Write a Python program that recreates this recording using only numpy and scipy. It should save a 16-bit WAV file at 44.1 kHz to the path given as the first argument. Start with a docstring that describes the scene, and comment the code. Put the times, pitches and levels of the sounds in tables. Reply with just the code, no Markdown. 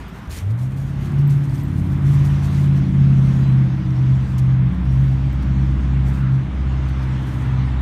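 """Traffic roars far away and a second machine hums, climbing slowly: band-shaped noise and wavering sines.
Then a big eight-cylinder engine catches some way off across a lawn, revs up and settles to an uneven idle:
orders of its cycle plus pulsing exhaust noise. Close by, paws and shoes rustle in the grass (crackly hiss),
leads tick and collar tags chink (struck modes), leaves stir in a breeze and faint whistles rise."""
import sys
import numpy as np
from scipy import signal
from scipy.fft import rfft, irfft, next_fast_len
from scipy.io import wavfile
from scipy.ndimage import uniform_filter1d, map_coordinates

SR = 44100
rng = np.random.default_rng(int(sys.argv[2]) if len(sys.argv) > 2 else 0)


def waveform_to_disk(signal):
    """Save audio, clipped to [-1, 1], as 16-bit WAV at the path in sys.argv[1]."""
    frames = np.transpose(np.atleast_2d(signal))
    scaled = np.clip(frames, -1, 1) * 32767
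    samples = np.round(scaled).astype(np.int16)
    wavfile.write(sys.argv[1], SR, samples)


def rack_gain(trim_db):
    """Turn a fader trim in dB into the linear factor to multiply a signal by."""
    fader = np.asarray(trim_db, float)
    return 10 ** (fader / 20)


N = 344553
T = np.arange(N) / SR


def unit(x):
    """Scaled to rms 1."""
    return x / np.sqrt(np.mean(x ** 2) + 1e-20)


def curves(rows):
    """One value per sample for each column after the time."""
    t_s, *columns = np.transpose(rows)
    return [np.interp(T, t_s, column) for column in columns]


def wobble(rate_hz):
    """A smooth random curve, rate_hz knots a second."""
    knots = rng.standard_normal(int(N * rate_hz / SR) + 4)
    return map_coordinates(knots, [T * rate_hz])


def coloured(x, spectrum):
    """x shaped through the (f/Hz, level/dB) points, straight in log frequency, rms 1."""
    size = next_fast_len(N + 8192)
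    f_hz, level_db = np.transpose(spectrum)
    log_bins = np.log(np.fft.rfftfreq(size, 1 / SR) + 1)
    gain_db = np.interp(log_bins, np.log(f_hz), level_db, left=-120, right=-120)
    return unit(irfft(rfft(x, size) * rack_gain(gain_db), size)[:N])


def tone(cycles, rms_db):
    """A sine of the given level along a running count of cycles, random start phase."""
    return np.sqrt(2) * rack_gain(rms_db) * np.sin(2 * np.pi * (cycles + rng.random()))


def ring(f_hz, t60_s, t):
    """One struck mode."""
    return rack_gain(-60 * t / t60_s) * np.sin(2 * np.pi * f_hz * t)


def swell(start_s, length_s):
    """A rounded rise and fall."""
    return np.sqrt(np.clip(1 - (2 * (T - start_s) / length_s - 1) ** 2, 0, 1))


def patchy(depth_db):
    """Noise whose gain drifts in patches of time and frequency."""
    z = signal.stft(rng.standard_normal(N), nperseg=512)[2]
    across_f = uniform_filter1d(rng.standard_normal(z.shape), size=6, axis=0)
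    field = uniform_filter1d(across_f, size=12, axis=1)
    return signal.istft(z * rack_gain(depth_db * unit(field)), nperseg=512)[1][:N]


def crackly(share):
    """Hiss with crackles of widely spread size, about 900 a second."""
    struck = rng.random(N) < 900 / SR
    crackle = struck * rng.choice([-1, 1], N) * rack_gain(4.5 * rng.standard_normal(N))
    return patchy(depth_db=2.0) + share * unit(crackle)


# tyre roar level: t/s, level/dB
ROAR_LEVEL = [(0, -41.5), (.65, -46), (1.2, -42), (1.76, -43), (2.3, -38), (2.5, -39), (2.9, -41.5),
              (3.46, -40), (3.75, -42), (5.05, -41.5), (6.05, -40), (6.4, -41.5), (6.9, -39), (7.81, -38)]
# tyre roar spectrum: f/Hz, level/dB per Hz
ROAR_SPECTRUM = [(220, -27), (380, 0), (496, -8), (979, -3.5), (2150, -9), (2830, -16.5), (3450, -16.5),
                 (4930, -31.5), (6000, -40.5), (7800, -62.5), (13200, -120)]


def traffic():
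    """Far tyre roar: patchy noise, mostly below 4 kHz."""
    roar_db, = curves(ROAR_LEVEL)
    return rack_gain(roar_db + 0.32 * wobble(5.2)) * coloured(patchy(depth_db=0.92), ROAR_SPECTRUM)


# breeze strength: t/s, level/dB
BREEZE_LEVEL = [(0, -52), (.6, -72.5), (1, -53), (1.8, -64), (2.3, -48), (2.9, -51), (3.3, -51.5),
                (3.8, -53), (4.3, -50), (4.6, -58), (4.95, -54), (5.3, -52.5), (6.5, -54), (7.2, -51),
                (7.81, -52)]
# leaf noise spectrum: f/Hz, level/dB per Hz
LEAF_SPECTRUM = [(1500, -14.5), (2800, -0.5), (4000, -6.5), (6000, -6), (9000, -14.5), (11500, -26),
                 (15600, -32.5)]


def breeze():
    """Leaves in the breeze: patchy hiss that swells and sinks."""
    leaves_db, = curves(BREEZE_LEVEL)
    return rack_gain(leaves_db + 0.8 * wobble(7)) * coloured(patchy(depth_db=2.5), LEAF_SPECTRUM)


# low exhaust noise spectrum: f/Hz, level/dB per Hz
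RUMBLE_SPECTRUM = [(30, -27.5), (45, -9.5), (70, -2), (140, 2.5), (220, 0.5), (330, -11), (450, -28.5),
                   (700, -51.5)]
RUMBLE_DB, RUMBLE_WAVER_DB = -34, 3


def exhaust_rumble():
    """The low noisy part of the exhausts, building up at first."""
    build_up_db = -2.6 * np.exp(-T / 0.5)
    level_db = RUMBLE_DB + build_up_db + RUMBLE_WAVER_DB * wobble(2.577)
    return rack_gain(level_db) * coloured(rng.standard_normal(N), RUMBLE_SPECTRUM)


# restless grass between steps: t/s, level/dB
RESTLESS_LEVEL = [(0, -57.5), (1.1, -60.5), (1.6, -53), (2, -56.5), (2.3, -54), (2.66, -54), (2.72, -62),
                  (3, -62.5), (3.35, -54.5), (3.6, -63.5), (4.3, -61), (4.6, -76), (5, -58), (5.4, -68.5),
                  (6.8, -73.5), (7.3, -57), (7.65, -70)]
# paws and shoes brushing through: start t/s, hold/s, level/dB
BRUSHES = [(.12, 0.058, -63), (0.289, .055, -41), (0.339, 0.048, -44), (0.498, 0.014, -56.5),
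           (0.571, 0.058, -50), (0.758, 0.066, -54.5), (0.854, 0.049, -61), (0.997, 0.068, -52),
           (1.178, 0.021, -54.5), (1.295, 0.033, -45), (1.529, 0.046, -52), (1.763, 0.034, -57),
           (1.915, 0.023, -59), (2.042, 0.089, -51.5), (2.242, 0.023, -48.5), (2.415, 0.047, -51.5),
           (2.51, 0.12, -53.5), (2.75, 0.03, -55.5), (4.378, 0.014, -43.5), (4.42, .03, -60.5),
           (4.714, 0.033, -64.5), (5.421, 0.011, -55), (6.05, 0.047, -52), (6.125, 0.065, -54.5),
           (6.31, .05, -64.5), (6.879, 0.018, -54), (7.022, 0.018, -58), (7.199, .11, -61),
           (7.352, .08, -59.5)]
# blade noise spectrum: f/Hz, level/dB per Hz
GRASS_SPECTRUM = [(800, -30), (2000, -3.5), (4000, -2), (7000, 2.5), (10300, -2), (13000, -3.5),
                  (15600, -9.5)]
# both scale with hold: a long brush rises and fades more slowly
BEND_SHARE, SPRING_DB_PER_HOLD = 0.37, 17.5


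def grass():
    """Blades bend under paws and shoes, then spring back: crackly hiss gated by each brush."""
    restless_db, = curves(RESTLESS_LEVEL)
    level = rack_gain(restless_db + 1.3 * wobble(9))
    for start_s, hold_s, level_db in BRUSHES:
        holds = (T - start_s) / hold_s
        bend = np.clip(holds / BEND_SHARE, 0, 1)
        spring_back = rack_gain(-SPRING_DB_PER_HOLD * np.maximum(holds - 1, 0))
        level = level + rack_gain(level_db) * bend * spring_back
    return level * rack_gain(1.3 * wobble(40)) * coloured(crackly(share=0.75), GRASS_SPECTRUM)


# dragged shoes: t/s, length/s, f/Hz, width/Hz, level/dB at the top of the swell
SHOE_DRAGS = [(0.29, 0.16, 2100, 1400, -46.5), (6.068, .33, 1350, 448.5, -42.5)]


def scuffs():
    """A dragged shoe: crackly noise peaked at a colour of its own."""
    out = np.zeros(N)
    for start_s, length_s, f_hz, width_hz, level_db in SHOE_DRAGS:
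        spectrum = [(f_hz - width_hz, -15), (f_hz, 0), (f_hz + width_hz, -10), (3 * f_hz, -40)]
        out += rack_gain(level_db) * swell(start_s, length_s) ** 2 * coloured(crackly(share=0.55), spectrum)
    return out


# faint thin whistles: t/s, length/s, f/Hz at the start, level/dB at the top of the swell
WHISTLE_NOTES = [(3.257, 0.21, 6633, -58), (3.39, .17, 3970, -55.5), (4.997, 0.047, 14590, -66)]


def whistles():
    """Short sines, rising a little."""
    out = np.zeros(N)
    for start_s, length_s, f_hz, level_db in WHISTLE_NOTES:
        cycles = f_hz * (T + 0.037 * (T - start_s) ** 2)
        out += tone(cycles, level_db) * swell(start_s, length_s) ** 2
    return out


# clips and twigs: t/s, level/dB, f/Hz
TICK_HITS = [(0.0797, -43, 4570), (0.2758, -42.5, 5910), (0.3083, -29.5, 4150), (0.3264, -32.5, 4600),
             (0.3874, -26, 5600), (0.5062, -50, 4470), (0.588, -45, 4270), (1.1916, -43.5, 4320),
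             (1.297, -38.5, 4863), (1.4967, -39, 4682), (1.556, -37, 6200), (1.5808, -36.5, 4790),
             (2.2538, -32.5, 5420), (2.558, -37, 4020), (3.9064, -35.5, 5620), (4.383, -29.5, 6540),
             (4.7461, -40.5, 4030), (5.4314, -39, 4200), (5.81, -44, 4380), (6.8879, -40.5, 4498),
             (7.0307, -41.5, 4674)]


def ticks():
    """Dry ticks of clips and twigs: one mode and a noise burst, both dead in about 10 ms."""
    out, t = np.zeros(N + SR), np.arange(SR // 10) / SR
    for start_s, level_db, f_hz in TICK_HITS:
        burst = rack_gain(-60 * t / 0.0099) * rng.standard_normal(len(t))
        tick = 0.84 * ring(f_hz, 0.01, t) + 0.29 * burst
        out[round(start_s * SR):][:len(t)] += rack_gain(level_db) * tick
    return out[:N]


# collar tag hits: t/s, level/dB
TAG_HITS = [(0.0378, -64), (0.0818, -47), (1.2734, -39.5), (1.6318, -40), (5.3272, -50), (5.4792, -60),
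            (5.667, -62)]
# tag modes: f/Hz, level/dB, t60/s
TAG_MODES = [(13180, 2, .06), (12500, -24, .04), (7900, -2, .03)]


def tag_chinks():
    """Small metal tags: high modes with a soft 1.5 ms onset."""
    out, t = np.zeros(N + SR), np.arange(SR // 10) / SR
    onset = 1 - np.exp(-t / 0.0015)
    chink = onset * sum(rack_gain(mode_db) * ring(f_hz, t60_s, t) for f_hz, mode_db, t60_s in TAG_MODES)
    for start_s, level_db in TAG_HITS:
        out[round(start_s * SR):][:len(t)] += rack_gain(level_db) * chink
    return out[:N]


# second machine, climbing and growing louder: t/s, f/Hz, level/dB
HUM_PITCH = [(0, 57.3, -33), (.4, 57.94, -57), (.7, 57.6, -40), (1.8, 60.24, -35), (2.3, 60.85, -26),
             (2.6, 60.7, -34), (2.9, 61.8, -32), (3.4, 62, -32), (4, 63.9, -36), (4.2, 63.84, -25.5),
             (4.6, 63.6, -29), (4.9, 63.4, -19), (5.2, 63.88, -23.5), (5.4, 63.9, -20), (6.05, 63.75, -18),
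             (6.4, 64.6, -31.5), (6.6, 65.23, -19), (7, 65.4, -21.5), (7.3, 65.87, -28.5),
             (7.81, 64.45, -19)]
# thin tone near the firing note: t/s, f/Hz, level/dB
THIN_TONE = [(1.3, 133.4, -70), (1.9, 134.3, -23.5), (2.4, 132.7, -38), (3.5, 137.4, -26.5),
             (3.9, 138, -32), (4.7, 140.7, -43.5), (5.3, 140.3, -29), (6.3, 139.8, -33),
             (7.8, 148.9, -40.5)]
# the octave keeps its own level once it has set in
OCTAVE_DB, OCTAVE_WAVER_DB, OCTAVE_FROM_S = -35, 2.5, 0.54


def hum():
    """The second machine: a note and its octave, with a thin tone beside them."""
    pitch_hz, note_db = curves(HUM_PITCH)
    thin_hz, thin_db = curves(THIN_TONE)
    cycles = np.cumsum(pitch_hz) / SR
    octave = tone(2 * cycles, OCTAVE_DB + OCTAVE_WAVER_DB * wobble(4.5))
    octave_fade_in = np.clip((T - OCTAVE_FROM_S) / 0.3, 0, 1)
    thin = tone(np.cumsum(thin_hz) / SR, thin_db)
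    return tone(cycles, note_db) + octave * octave_fade_in + thin


# engine catches, overshoots, sags to idle: t/s, firing note f/Hz
FIRING_NOTE = [(.3, 74.4), (.44, 92.88), (.58, 123.3), (.72, 134.2), (.9, 137.9), (1.2, 141.8),
               (2.3, 141.1), (2.7, 139.4), (3.1, 135.9), (3.5, 131.9), (3.9, 129.9), (4.5, 128.8),
               (4.8, 130.4), (5.1, 133), (5.5, 131.3), (6.3, 132.3), (6.7, 130.8), (7.81, 128.8)]
# throb of the firing note: t/s, level/dB
FIRING_LEVEL = [(.32, -29.5), (.38, -40), (.44, -21.5), (.52, -17), (.59, -23), (.65, -18), (.71, -27.5),
                (.8, -21.5), (.95, -27), (1.1, -23.5), (1.2, -13), (1.35, -14), (1.5, -23), (1.9, -25.5),
                (2.1, -13.5), (2.35, -16), (2.5, -20.5), (2.7, -11.5), (2.9, -20.5), (3, -11), (3.2, -11.5),
                (3.4, -17.5), (3.55, -10), (3.8, -23.5), (4.13, -12), (4.3, -22), (4.42, -14.5),
                (4.68, -14), (4.78, -49.5), (4.88, -18.5), (5, -12.5), (5.2, -17.5), (5.38, -29.5),
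                (5.5, -19.5), (5.7, -16.5), (5.8, -41), (5.9, -18), (6.2, -20.5), (6.33, -14.5),
                (6.42, -18), (6.53, -44), (6.7, -24), (7, -25.5), (7.13, -19), (7.4, -27.5), (7.5, -21),
                (7.6, -19), (7.7, -26), (7.81, -31)]
# engine load: t/s, load/dB
ENGINE_LOAD = [(.4, 0.5), (1.1, 2), (1.45, -2.5), (1.8, 3), (2.15, -3.5), (2.85, 7), (3.3, 10.5),
               (3.6, 6.5), (3.9, -0.5), (4.6, 3.5), (4.95, -0.5), (6, 3.5), (7.05, -1.5), (7.8, -6)]
# other orders: order, level/dB at idle, slope/dB per dB of load, slope/dB per Hz of firing note above idle
CYCLE_ORDERS = [(3, -46, 1, 1.1), (4, -48, 0.5, .1), (6, -38.5, -0.27, .1), (7, -39.5, -2.1, 0.7),
                (9, -40.5, 1.17, 0.06), (10, -44.5, 1.7, 1.08), (12, -34.5, 0.64, -.6),
                (13, -41.5, 1.1, -0.27), (14, -50.5, .6, 0.8), (15, -52.5, 1.1, -0.07),
                (17, -51, 0.5, -0.04), (18, -51, 0.77, -0.2), (19, -42.5, 0.39, -0.5),
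                (20, -48, 0.25, 0.19), (21, -55.5, 0.7, -0.04), (22, -66, 1.85, -0.66),
                (24, -69, 1.08, 0.43)]
# orders that swell in their own time: t/s, order 5 level/dB, order 11 level/dB, order 16 level/dB
OWN_TIME_ORDERS = [(.4, -41, -42, -60), (.8, -33.5, -38, -45), (1.15, -29, -38, -46), (1.45, -36, -45, -38),
                   (1.8, -24, -32, -34.5), (2.5, -23.5, -29, -38), (2.899, -25.5, -23, -34.5),
                   (3.25, -26, -28, -45), (3.7, -33.5, -28, -52), (4.25, -27, -33, -53),
                   (4.55, -29.5, -26, -43), (4.8, -31.5, -23, -40), (4.951, -28, -36, -38.5),
                   (5.3, -35.5, -35, -37), (5.65, -28.5, -35, -38), (6.2, -38.5, -32, -38),
                   (6.7, -31.5, -40, -43), (7.051, -36, -40, -37), (7.799, -44.5, -39, -37)]
# exhaust gas noise spectrum: f/Hz, level/dB per Hz
RASP_SPECTRUM = [(250, -36), (380, -0.5), (600, 1), (900, -4), (1600, -13), (2500, -47.5)]
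IDLE_HZ = 131  # firing note
WAVER_DB, WAVER_KNOTS_HZ = 3, 4.5  # each order comes and goes on its own
COLD_DB, WARM_S = -18, 0.36  # table orders above the firing note start weak and fill in
RASP_DB, RASP_DB_PER_LOAD_DB = -49.5, 0.28  # level at zero load


def engine():
    """Uneven cylinders put lines on multiples of the cycle; the firing note, order 8, leads."""
    (firing_hz,), (firing_db,), (load_db,) = curves(FIRING_NOTE), curves(FIRING_LEVEL), curves(ENGINE_LOAD)
    cycles = np.cumsum(uniform_filter1d(firing_hz, size=SR // 12)) / SR / 8
    above_hz = np.maximum(firing_hz - IDLE_HZ, -12)
    cold_db = COLD_DB * np.exp(-np.maximum(T - 0.4, 0) / WARM_S)
    caught = np.clip((T - 0.27) / 0.011, 0, 1)

    def unsteady(order):
        """Cycles of one order, its phase wandering a little."""
        return order * cycles + 0.034 * wobble(14)

    lines = tone(unsteady(8), firing_db + 0.5 * wobble(7))
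    for order, idle_db, by_load, by_speed in CYCLE_ORDERS:
        level_db = idle_db + by_load * load_db + by_speed * above_hz
        level_db = level_db + (order > 8.5) * cold_db + WAVER_DB * wobble(WAVER_KNOTS_HZ)
        lines += tone(unsteady(round(order)), level_db)
    for order, level_db in zip([5, 11, 16], curves(OWN_TIME_ORDERS)):
        lines += tone(unsteady(order), level_db + wobble(7))
    puffs = 1 + 0.3 * np.cos(2 * np.pi * 8 * cycles)  # one per firing
    rasp_level = rack_gain(RASP_DB + RASP_DB_PER_LOAD_DB * load_db)
    rasp = rasp_level * puffs * coloured(rng.standard_normal(N), RASP_SPECTRUM)
    return caught * (lines + rasp)


def scene():
    """Everything reaches one microphone in the open."""
    background = traffic() + breeze() + exhaust_rumble()
    nearby = grass() + scuffs() + whistles() + ticks() + tag_chinks()
    return (background + nearby + hum() + engine())[None]


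def top_cut(x):
    """Nothing passes above the cut-off."""
    return signal.sosfilt(signal.butter(12, 15680, fs=SR, output="sos"), x)


# response of the microphone port, with dips: f/Hz, level/dB
PORT_RESPONSE = [(20, 1.5), (4300, 0), (5000, -2.5), (5800, -2), (7000, -4.5), (7700, -5.5), (8600, -3),
                 (9600, -2.5), (10300, -7), (11300, -3), (22000, -3)]


def record(dry):
    """The microphone adds its own noise; its port colours the treble, overall level kept."""
    hiss = rack_gain(-75.5) * rng.standard_normal(N)
    heard = coloured(dry[0] + hiss, PORT_RESPONSE) * np.std(dry)
    return top_cut(heard[None])


dry = scene()
out = record(dry)
waveform_to_disk(out)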